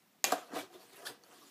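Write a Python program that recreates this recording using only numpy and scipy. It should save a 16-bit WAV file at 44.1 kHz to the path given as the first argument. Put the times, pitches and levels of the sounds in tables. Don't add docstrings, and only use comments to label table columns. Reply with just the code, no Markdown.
import sys
import numpy as np
from scipy import signal
from scipy.io import wavfile
from scipy.ndimage import uniform_filter1d

SR = 44100
rng = np.random.default_rng(int(sys.argv[2]) if len(sys.argv) > 2 else 0)


def gain_from_db(level_db):
    decades = np.asarray(level_db, float) / 20
    return 10 ** decades


def pcm_store(signal):
    levels = np.round(np.clip(np.atleast_2d(signal), -1, 1) * 32767)
    wavfile.write(sys.argv[1], SR, levels.astype(np.int16).T)


N = 66150


def evened(x):
    return x / np.sqrt(np.mean(x ** 2) + 1e-20)


def read(points, hz):
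    f, value = np.transpose(points)
    return np.interp(np.log(hz + 1), np.log(f + 1), value)


def follow(strokes, column):
    rows = np.concatenate(strokes)
    times = rows[:, 0] + 1e-6 * np.arange(len(rows))
    return np.interp(np.arange(N) / SR, times, rows[:, column])


def after_start(strokes):
    return np.arange(N) > strokes[0][0][0] * SR


def add(mix, s, sound):
    part = mix[round(s * SR):][:len(sound)]
    part += sound[:len(part)]


def resonate(x, hz, width):
    turn = np.exp(2j * np.pi * np.cumsum(hz * np.ones(len(x))) / SR)
    r = np.exp(-np.pi * width / SR)
    return 2 * (turn * signal.lfilter([1 - r], [1, -r], x / turn)).real


def colour(x, spectrum, patchy_db, size):
    overlap = size * 3 // 4
    hz, t, z = signal.stft(x, SR, nperseg=size, noverlap=overlap)
    patches = uniform_filter1d(rng.standard_normal(z.shape), size // 50, 0)
    patches = evened(uniform_filter1d(patches, 6000 // size, 1))
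    z = z * gain_from_db(read(spectrum, hz)[:, None] + patchy_db * patches)
    return evened(signal.istft(z, SR, nperseg=size, noverlap=overlap)[1][:N])


def grains(per_s, spread_db):
    u, e, sign = rng.random(N), rng.exponential(1, N), rng.choice([-1., 1.], N)
    return sign * gain_from_db(spread_db * np.minimum(e, 5)) * (u < per_s / SR)


def ring(modes):
    t = np.arange(8000) / SR
    return sum(gain_from_db(db - 60 * t / t60) * np.sin(2 * np.pi * hz * t) for hz, db, t60 in modes)


# t/s, peak level/dB, f/Hz, t60/s
CRACKS = [(0.2416, -31, 11050, .006), (0.242, -10, 4220, 0.0035), (0.2419, -11.5, 6780, 0.0044),
          (.2426, -18, 1910, 0.0043), (.2450, -4.5, 1100, 0.002), (.2480, -22, 2580, 0.0068),
          (0.2503, -24.5, 7060, 0.003), (0.2532, -22, 3540, 0.004), (0.266, -30, 6500, 0.0038),
          (0.3214, -27.5, 7500, 0.0051), (0.3212, -31, 12600, .004), (0.2414, -29, 12800, 0.0071),
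          (0.322, -30.5, 4210, 0.015), (0.189, -62, 3000, 0.0071), (0.903, -50, 1490, 0.0096),
          (0.9355, -50, 6470, 0.0015), (0.9328, -46, 11000, .002), (1.237, -53, 5930, 0.0056),
          (1.237, -61, 4680, .01), (1.237, -59, 12000, 0.0027), (1.238, -52, 1100, 0.015),
          (1.246, -52.5, 11000, .003), (1.405, -52, 6940, 0.0023)]
# f/Hz, level/dB, t60/s
BLADE_MODES = [(807, -4, 0.056), (1122, -13, 0.048), (1990, -1, 0.021), (2410, -9.5, 0.22),
               (2740, -5.5, 0.073), (3400, -14, 0.026), (3840, -7.5, 0.045), (4670, 0, 0.04),
               (7720, -5, 0.0376)]


def cracks():
    blade_hit_s, blade_db = .2422, -27.5
    out, t = np.zeros(N), np.arange(1500) / SR
    puffs = rng.standard_normal((len(CRACKS), len(t)))
    for (s, db, hz, t60), puff in zip(CRACKS, puffs):
        noise = evened(resonate(resonate(puff, hz, 0.83 * hz), hz, 0.96 * hz))
        burst = np.sin(2 * np.pi * hz * t) + 0.69 * noise
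        rise = 1 - np.exp(-t * hz)
        add(out, s, rise * gain_from_db(db + 1 - 60 * t / t60) * burst)
    add(out, blade_hit_s, gain_from_db(blade_db) * ring(BLADE_MODES))
    return out


# t/s, level/dB, fizz level/dB
STROKES = [
    [(.243, -35.5, 7.5), (.254, -48, 15), (.26, -37, -3), (.314, -39, -6), (.323, -37, 2),
     (.356, -47.5, -4.5), (.43, -54.5, -4), (.47, -59.5, -5)],
    [(.514, -57, -11), (.556, -42, -3.5), (.606, -43.5, -3), (.69, -72.5, -0.5)],
    [(.744, -56.5, -1.5), (.784, -62.5, -1.5), (.832, -61, 1.5), (.885, -71.5, 10.5)],
    [(.96, -55.5, -3.5), (1.048, -60, 3.5), (1.056, -46.5, -3), (1.07, -45, 6), (1.1, -49.5, 0),
     (1.18, -71, -14)],
    [(1.228, -75.5, 3.5), (1.25, -69, 2.5), (1.32, -62.5, 0.5), (1.5, -67, 7.5)],
]
# f/Hz, level/dB per Hz
FIBRE_COLOUR = [(350, -9.5), (600, -8.5), (855, -10), (1620, -12.5), (2130, -15.5), (3380, -14),
                (5290, -17.5), (12100, -21), (15500, -25.5)]


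def scrape():
    fizz_hz = 3000
    x = colour(grains(per_s=7000, spread_db=2.5), FIBRE_COLOUR, patchy_db=2.7, size=512)
    low = signal.sosfiltfilt(signal.butter(1, fizz_hz, fs=SR, output="sos"), x)
    fizz = gain_from_db(follow(STROKES, column=2)) * (x - low)
    return after_start(STROKES) * gain_from_db(follow(STROKES, column=1)) * (low + fizz)


# t/s, peak level/dB, contact/s
BLOWS = [(0.146, -54.5, 0.0028), (0.322, -8.5, 0.0022), (0.338, -42, 0.0045), (0.384, -32, 0.0027),
         (0.534, -28, 0.0047), (0.557, -29.5, 0.006), (0.581, -46, 0.0037), (0.702, -38.5, 0.0073),
         (0.749, -47, 0.0025), (1.097, -48, 0.0048), (1.327, -44.5, 0.0035), (1.439, -54, 0.003)]
# f/Hz, level/dB, t60/s
BLOW_MODES = [(280, -13.5, 0.13), (473, -6.5, 0.077), (660, -10, 0.1), (720, 2.5, 0.047), (989, -6, 0.036),
              (1189, 6.5, 0.017), (1600, 1.5, 0.016)]


def knocks():
    spot_shift, spot_db = .006, 1.5
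    out, t = np.zeros(N), np.arange(8000) / SR
    spots = rng.uniform(-1, 1, (len(BLOWS), len(BLOW_MODES)))
    for (s, db, contact), where in zip(BLOWS, spots):
        modes = [(hz * (1 + spot_shift * u), level + spot_db * u, t60)
                 for (hz, level, t60), u in zip(BLOW_MODES, where)]
        add(out, s, 0.31 * gain_from_db(db) * (1 - np.exp(-t / contact)) * ring(modes))
    return out


# t/s, peak level/dB, f/Hz, t60/s
CREASES = [(.3325, -36, 1510, .02), (.3385, -26.5, 704, 0.037), (.3505, -31, 480, 0.041),
           (.358, -33, 700, 0.02), (.3685, -36, 556, 0.022), (.385, -36, 682, 0.035),
           (.382, -39.5, 1204, .04), (.43, -44, 1250, 0.028), (.506, -48, 697, 0.041),
           (.549, -46, 768, .06), (.557, -29, 705, 0.033), (.58, -35, 535, .04), (.593, -35, 708, 0.037),
           (.613, -43.5, 1600, 0.027), (.627, -42, 567, .03), (.635, -41.5, 378, .04),
           (.2505, -27, 3520, .006), (.2525, -28, 12100, .005), (.254, -37, 5060, 0.0032),
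           (.2682, -35, 7100, .004), (0.2703, -30, 2600, .006), (1.062, -43.5, 1400, .012),
           (1.0695, -38, 1732, 0.032), (1.0696, -36.5, 4070, 0.012), (1.0666, -41.5, 4900, 0.013),
           (1.094, -44, 4030, .01), (1.099, -43, 416, 0.016), (.2422, -16.5, 5150, 0.0052),
           (0.2425, -21.5, 3110, 0.0055), (.2425, -24, 798, 0.035), (0.3213, -30, 1460, 0.008),
           (.9035, -59, 3200, .004), (.9351, -45, 4800, .003), (.9351, -51, 7200, .003),
           (1.056, -40, 4340, 0.011), (1.074, -37, 3700, .01), (1.0777, -43, 5300, 0.0068),
           (1.2366, -51, 4520, .02), (1.237, -57, 8500, .004), (1.2368, -44, 6200, 0.0039),
           (1.2366, -48, 5200, .0035), (.9351, -52, 3500, .003), (.2465, -26, 11900, .006),
           (1.066, -38, 4460, 0.0089), (.988, -48, 1600, .012), (1.2455, -56, 4500, .008),
           (1.2565, -60, 4650, .006)]


def creases():
    rise_cycles = 1.63
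    out, t = np.zeros(N), np.arange(4000) / SR
    for s, db, hz, t60 in CREASES:
        rise = 1 - np.exp(-t * hz / rise_cycles)
        add(out, s, rise * gain_from_db(db + 2 - 60 * t / t60) * np.sin(2 * np.pi * hz * t))
    return out


# t/s, level/dB, lowest panel f/Hz, upper panels level/dB
GRIP = [
    [(.335, -46.5, 290, 14), (.36, -48, 300, -4), (.4, -63, 300, -8), (.45, -68, 300, 7),
     (.5, -56.5, 290, 2)],
    [(.524, -49, 280, 5.5), (.54, -38, 280, -5), (.56, -39.5, 300, 4.5), (.6, -47, 300, 3),
     (.635, -46, 360, -18), (.648, -62, 350, -6), (.69, -66, 343, -2)],
    [(.75, -57, 372, -2), (.8, -61, 334, -0.5), (.89, -65.5, 305, -3)],
    [(.98, -57.5, 374, 0.5), (1.04, -50.5, 381, -1.5), (1.07, -69, 374, 4), (1.102, -46, 302, -4),
     (1.113, -58, 300, -1.5), (1.17, -66.5, 300, 1.5)],
    [(1.25, -71.5, 334, 7), (1.33, -65.5, 313, 2.5), (1.44, -59.5, 327, -10.5), (1.5, -64.5, 310, -12)],
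]
# f/Hz, width/Hz, level/dB
PANELS = [(300, 46.4, 0), (486.5, 41, -4.5), (646, 33, -4), (727, 53, -4.5), (957, 100, -12.5),
          (1220, 80, -10.5), (1602, 114, -14.5), (1965, 41, -12.5)]


def creak():
    grip_hz, grip_pull = 310, .15
    slips = evened(grains(per_s=900, spread_db=2.5))
    drive = slips * gain_from_db(follow(GRIP, column=1)) * after_start(GRIP)
    lowest_hz = follow(GRIP, column=2)
    pull = (lowest_hz / grip_hz) ** grip_pull
    upper = np.zeros(N)
    for k, (hz, width, db) in enumerate(PANELS[1:]):
        upper += (-1) ** k * gain_from_db(db) * resonate(drive, hz * pull, width)
    lowest = resonate(drive, lowest_hz, PANELS[0][1])
    return gain_from_db(20) * (lowest - gain_from_db(follow(GRIP, column=3)) * upper)


# t/s, length/s, from f/Hz, to f/Hz
JUDDERS = [(.956, .026, 11300, 11000), (1.058, .024, 1250, 1900), (1.053, .028, 3100, 3900),
           (1.41, .035, 1130, 1150), (.6, .02, 3300, 3300), (.8, .05, 4800, 4500), (1.46, .04, 7000, 7000),
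           (.95, .05, 2700, 2700), (.98, .075, 520, 760), (1.345, .045, 1150, 1180), (.73, .05, 340, 350),
           (1.088, .025, 320, 290), (.528, .028, 280, 285), (.575, .03, 2300, 2350)]
JUDDER_DB = [-58.5, -48, -48, -61, -51.5, -67, -66, -66, -56.5, -66, -58.5, -49, -47, -51.5]


def chatter():
    out = np.zeros(N)
    puffs = rng.standard_normal((len(JUDDERS), 7000))
    for (s, length, from_hz, to_hz), db, puff in zip(JUDDERS, JUDDER_DB, puffs):
        u = np.minimum(np.arange(7000) / SR / length, 1)
        hz = from_hz + (to_hz - from_hz) * u
        width = .085 * from_hz
        tone = resonate(resonate(puff, hz, width), hz, 2 * width)
        add(out, s, gain_from_db(db) * np.sin(np.pi * u ** 0.77) * evened(tone))
    return out


# t/s, f/Hz
BUMPS = [
    (.243, 70),
    (.55, 90),
    (1.088, 130),
    (.362, 80),
    (.595, 115),
    (.63, 110),
    (.735, 80),
    (.845, 110),
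    (1.075, 65),
]
BUMP_DB = [-70, -75, -72, -82, -75, -80, -80, -86, -74]


def thumps():
    out, t = np.zeros(N), np.arange(3000) / SR
    push = t / .01 * np.exp(-t / .01)
    for (s, hz), db in zip(BUMPS, BUMP_DB):
        add(out, s, gain_from_db(db + 23) * push * np.sin(2 * np.pi * hz * t))
    return out


# f/Hz, t60/s
ROOM_DECAY = [(200, 0.24), (800, 0.21), (3000, 0.25), (8000, 0.22), (14000, 0.13)]


def room(x):
    echoes = np.zeros(SR // 2)
    at = np.arange(200, SR // 2 - 20, 20)
    echoes[at + rng.integers(0, 20, len(at))] = rng.choice([-1., 1.], len(at))
    hz, t, z = signal.stft(echoes, SR, nperseg=256)
    decay = gain_from_db(-60 * t / read(ROOM_DECAY, hz)[:, None])
    tail = signal.istft(z * decay, SR, nperseg=256)[1]
    return signal.fftconvolve(x, tail / np.linalg.norm(tail))[:N]


# f/Hz, level/dB per Hz
HUSH_COLOUR = [(40, -4), (110, -6.5), (230, 0.5), (420, -9), (1200, -13), (5000, -18), (10000, -23),
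               (15500, -18)]


def hush():
    return gain_from_db(-68) * colour(rng.standard_normal(N), HUSH_COLOUR, patchy_db=1.0, size=2048)


def scene():
    thin_edge = signal.butter(2, 330, "high", fs=SR, output="sos")
    edge = signal.sosfilt(thin_edge, cracks() + scrape())
    box = edge + knocks() + creases() + creak() + chatter()
    return (box + gain_from_db(-11) * room(box) + thumps() + hush())[None]


def top_cut(x):
    return signal.sosfilt(signal.butter(12, 16520, fs=SR, output="sos"), x)


def record(dry):
    low_cut_hz, edge_hz, leak_db = 129, 15300, -41
    thin = signal.sosfilt(signal.butter(3, low_cut_hz, "high", fs=SR, output="sos"), dry)
    band_limit = signal.firwin(767, edge_hz, window=("kaiser", 7), fs=SR)
    cut = signal.oaconvolve(thin, band_limit[None], "same")
    return top_cut(cut + gain_from_db(leak_db) * thin)


dry = scene()
out = record(dry)
pcm_store(out)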